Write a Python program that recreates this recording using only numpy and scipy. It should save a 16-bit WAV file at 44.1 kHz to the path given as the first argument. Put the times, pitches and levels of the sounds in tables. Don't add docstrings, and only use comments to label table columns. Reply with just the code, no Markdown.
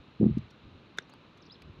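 import sys
import numpy as np
from scipy import signal
from scipy.fft import rfft, irfft
from scipy.io import wavfile

SR = 44100
rng = np.random.default_rng(int(sys.argv[2]) if len(sys.argv) > 2 else 0)


def dump(signal):
    limited = np.clip(np.atleast_2d(signal).T, -1, 1)
    pcm = np.round(limited * 32767).astype(np.int16)
    wavfile.write(sys.argv[1], SR, pcm)


N = 79380
T = np.arange(N) / SR


def from_db(db):
    return 10 ** (np.asarray(db) / 20)


def noise(spectrum):
    hz, db = np.transpose(spectrum)
    f = np.maximum(np.arange(N // 2 + 1) * SR / N, 1)
    colour = from_db(np.interp(np.log(f), np.log(hz), db))
    white = rng.standard_normal(N)
    x = irfft(rfft(white) * colour * (f > 15), N)
    return x / x.std()


def dying(start, time_constant, attack):
    age = np.maximum(T - start, 0)
    return (1 - np.exp(-age / attack)) * np.exp(-age / time_constant)


def choked(start, length):
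    u = np.maximum(T - start, 0) / length
    return 2 * u * np.exp(-np.minimum(u, 20) ** 2)


def resonance(x, hz, t60):
    r = np.exp(-np.log(1000) / (t60 * SR))
    feed = np.array([1, 0, -1]) * (1 - r * r) / 2
    feedback = [1, -2 * r * np.cos(2 * np.pi * hz / SR), r * r]
    return signal.lfilter(feed, feedback, x + 1e-18)


# frequency in Hz, relative level in dB per Hz.
HUSH_COLOUR = [(25, -17), (50, -7.5), (90, 1), (300, -0.5), (450, -5), (700, -12.5), (1200, -9),
               (1900, -17.5), (2700, -13), (3300, -17.5), (4000, -14.5), (4700, -28.5), (7000, -40.5),
               (7800, -50), (11000, -53), (16000, -61.5)]
# middle in seconds, half length in seconds, level in dB.
WIND_PUFFS = [(.005, 0.0079, -50.5), (0.663, 0.028, -49.5), (0.75, 0.045, -54.5), (1.683, 0.041, -49.5),
              (1.78, 0.039, -54)]
# frequency in Hz, relative level in dB.
WIND_COLOUR = [(25, -14), (50, 0), (85, 1.5), (140, 0.5), (250, -11), (2000, -83)]
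HUSH_DB = -56.5


def air():
    gusts = sum(from_db(db) * np.exp(-((T - s) / half) ** 2) for s, half, db in WIND_PUFFS)
    return from_db(HUSH_DB) * noise(HUSH_COLOUR) + gusts * noise(WIND_COLOUR)


# middle of the push in seconds, peak level of that
# push alone in dB, pitch in Hz (lower is softer).
CONTACTS = [(0.2039, -22.5, 203.4), (0.2135, -15.5, 316), (0.223, -19, 240), (0.2285, -21, 396),
            (0.2315, -17.5, 196), (0.2421, -14.5, 271), (0.2570, -19.5, 212), (0.2615, -25, 350),
            (0.2664, -14, 232), (0.2791, -24.5, 149), (0.2894, -28, 234), (0.2982, -25, 263),
            (0.3124, -26.5, 141.7), (0.3253, -28, 116), (0.3517, -35, 137), (0.374, -21.5, 225.4),
            (0.393, -33.5, 130), (0.413, -38.5, 114), (0.4486, -47, 86)]
# pitch in Hz, gain on the pushes in dB,
# time to fall by 60 dB in seconds.
BODY_RINGS = [(63.4, 7.5, 0.38), (122.8, 8, 0.15), (180, -2.5, 0.066), (215.6, 1, 0.083),
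              (353.6, -3.5, 0.1276), (486.5, -1.5, 0.13)]
# frequency in Hz, relative level in dB.
SCUFF_COLOUR = [(30, -22), (60, -4), (200, 6), (460, -4.5), (560, -8), (700, -11.5), (950, -26),
                (5000, -105)]
PUSH_CYCLES = 0.67
SCUFF_DB, SCUFF_S = -15, 0.005
SCUFF_HZ = 260


def thump():
    pushes, rubbing = 0, 0
    for s, db, hz in CONTACTS:
        cycles = hz * (T - s)
        push = np.cos(2 * np.pi * cycles) * np.exp(-(cycles / PUSH_CYCLES) ** 2)
        pushes = pushes + from_db(db) * push
        firmness = (hz / SCUFF_HZ) ** 2
        rubbing = rubbing + from_db(db) * firmness * dying(s - .5 / hz, SCUFF_S, attack=0.00054)
    body = sum(from_db(db) * resonance(pushes, hz, t60) for hz, db, t60 in BODY_RINGS)
    return pushes + body + from_db(SCUFF_DB) * rubbing * noise(SCUFF_COLOUR)


# frequency in Hz, relative level in dB.
FABRIC_COLOUR = [(500, 0), (2700, -0.5), (4000, -6.5), (10000, -55)]
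RUSTLE_S, RUSTLE_HALF_S, RUSTLE_DB = 0.36, 0.13, -62.5


def rustle():
    swell = np.exp(-((T - RUSTLE_S) / RUSTLE_HALF_S) ** 2)
    return from_db(RUSTLE_DB) * swell * noise(FABRIC_COLOUR)


def grainy(depth_db):
    wander = np.clip(noise([(500, 0), (1500, -40)]), -2, 2)
    gain = from_db(depth_db * wander)
    return gain / np.sqrt(np.mean(gain ** 2))


def rung(contact, hz, t60):
    x = resonance(rng.standard_normal(N) * contact, hz, t60)
    return x / np.abs(x).max()


# start in seconds, scratch level in dB before its envelope,
# time scale of the contact in seconds, knock pitch in Hz, knock peak in dB, ring pitch in Hz,
# ring peak in dB.
TOUCHES = [(0.3824, -51, 0.0018, 3890, -50.5, 6120, -67), (0.502, -60.5, 0.0079, 4230, -62, 5640, -60),
           (0.9714, -54.5, 0.0066, 1410, -48, 3700, -55), (1.093, -72, 0.0066, 890, -53, 6620, -62.5),
           (1.1364, -59.5, 0.0022, 940, -43, 8800, -70), (1.371, -65, 0.0078, 4100, -64, 6000, -65),
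           (1.618, -55, 0.0051, 2350, -50, 4870, -58)]
# frequency in Hz, relative level in dB.
SCRATCH_COLOUR = [(500, -17.5), (2400, 8), (5800, -7), (6900, -13.5), (9500, -23), (11700, -16),
                  (12800, -33), (15500, -32)]
TICK_GRAIN_DB = 6.5
KNOCK_T60_S, TUBE_T60_S = 0.01, 0.018
TUBE_HZ, TUBE_DB = 11430, 7.5


def ticks():
    scratch = noise(SCRATCH_COLOUR) * grainy(TICK_GRAIN_DB)
    scratches, bodies = 0, 0
    for s, db, length, knock_hz, knock_db, ring_hz, ring_db in TOUCHES:
        contact = choked(s, length)
        scratches = scratches + from_db(db) * scratch * contact
        knock = from_db(knock_db) * rung(contact, knock_hz, KNOCK_T60_S)
        ring = from_db(ring_db) * rung(contact, ring_hz, TUBE_T60_S)
        bodies = bodies + knock + ring
    return scratches + bodies + from_db(TUBE_DB) * resonance(scratches, TUBE_HZ, TUBE_T60_S)


# pitch in Hz, level in dB before its envelope,
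# time scale in seconds.
POLE_RINGS = [(168, -46, 0.008), (398, -35, 0.0044), (730, -39, 0.0027), (1550, -21.5, 0.0023),
              (2050, -30, 0.0023), (3545, -27, 0.0027), (4010, -35, 0.003), (4920, -45.5, 0.0035),
              (5430, -40.5, 0.0025), (5900, -37.5, 0.0024), (6730, -37.5, 0.00149), (7985, -45.5, 0.0013),
              (9149, -55.5, 0.0021), (11770, -58, 0.0025)]
# frequency in Hz, relative level in dB.
SCRAPE_COLOUR = [(100, -1), (800, -21), (2000, -2), (5000, -4), (9000, -11), (12200, -1), (14000, -20),
                 (15500, -9)]
# frequency in Hz, relative level in dB.
GROUND_COLOUR = [(150, 1), (400, 5), (900, -5), (1600, 11), (4000, -5), (7000, -13), (12000, -36),
                 (16000, -48)]
SNAP_S = .9846
SCRAPE_DB, SCRAPE_S = -52, 0.0019
AFTER_RING_HZ, AFTER_RING_DB, AFTER_RING_S = 3660, -51, 0.015
GROUND_DB, GROUND_S = -46.5, .011


def snap():
    age = T - SNAP_S
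    modes = sum(from_db(db) * np.sin(2 * np.pi * hz * age) * choked(SNAP_S, length)
                for hz, db, length in POLE_RINGS)
    scrape = from_db(SCRAPE_DB) * noise(SCRAPE_COLOUR) * choked(SNAP_S + 0.0006, SCRAPE_S)
    after_tone = np.sin(2 * np.pi * AFTER_RING_HZ * age)
    after = from_db(AFTER_RING_DB) * after_tone * dying(SNAP_S, AFTER_RING_S, attack=0.002)
    tail = from_db(GROUND_DB) * noise(GROUND_COLOUR) * dying(SNAP_S, GROUND_S, attack=0.00075)
    return modes + scrape + after + tail


# start in seconds, length in seconds, first, middle and last pitch in Hz,
# level in dB before dulling, flutter and echo.
BIRD_NOTES = [(1.018, 0.014, 6430, 5800, 4930, -59.5), (1.116, 0.0245, 4200, 4500, 5230, -62),
              (1.414, 0.024, 7000, 5200, 3240, -57), (1.453, 0.0045, 3920, 4730, 6300, -55.5),
              (1.46, 0.016, 6400, 5130, 3700, -56), (1.496, 0.0205, 3250, 3680, 4450, -50),
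              (1.516, 0.018, 4500, 5040, 5340, -47.5), (1.539, 0.0086, 3700, 4200, 3380, -55),
              (1.549, 0.013, 5070, 3700, 3080, -55.5)]
BIRD_DULL_HZ = 5220
BIRD_FLUTTER_DB = 2.5
BIRD_ECHO_S, BIRD_ECHO_DB = 0.016, -10.5


def bird():
    song = 0
    for s, length, first, middle, last, db in BIRD_NOTES:
        u = np.clip((T - s) / length, 0, 1)
        arc = np.polyfit([0, .5, 1], [first, middle, last], 2)
        hz = np.polyval(arc, u)
        dulling = np.sqrt(1 + (hz / BIRD_DULL_HZ) ** 12)
        swell = np.abs(np.sin(np.pi * u)) ** 0.77 / dulling
        song = song + from_db(db) * swell * np.sin(2 * np.pi * np.cumsum(hz) / SR)
    song = song * from_db(BIRD_FLUTTER_DB * noise([(150, 0), (400, -60)]))
    foliage = rng.standard_normal(N) * dying(0, BIRD_ECHO_S, attack=0.0035)
    echo = signal.fftconvolve(song, foliage / np.linalg.norm(foliage))[:N]
    return song + from_db(BIRD_ECHO_DB) * echo


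def scene():
    return (thump() + rustle() + snap() + ticks() + bird() + air())[None]


CUTOFF_HZ = 15600


def record(dry):
    low_pass = signal.ellip(8, .1, 80, CUTOFF_HZ, fs=SR, output="sos")
    return signal.sosfilt(low_pass, dry)


dry = scene()
out = record(dry)
dump(out)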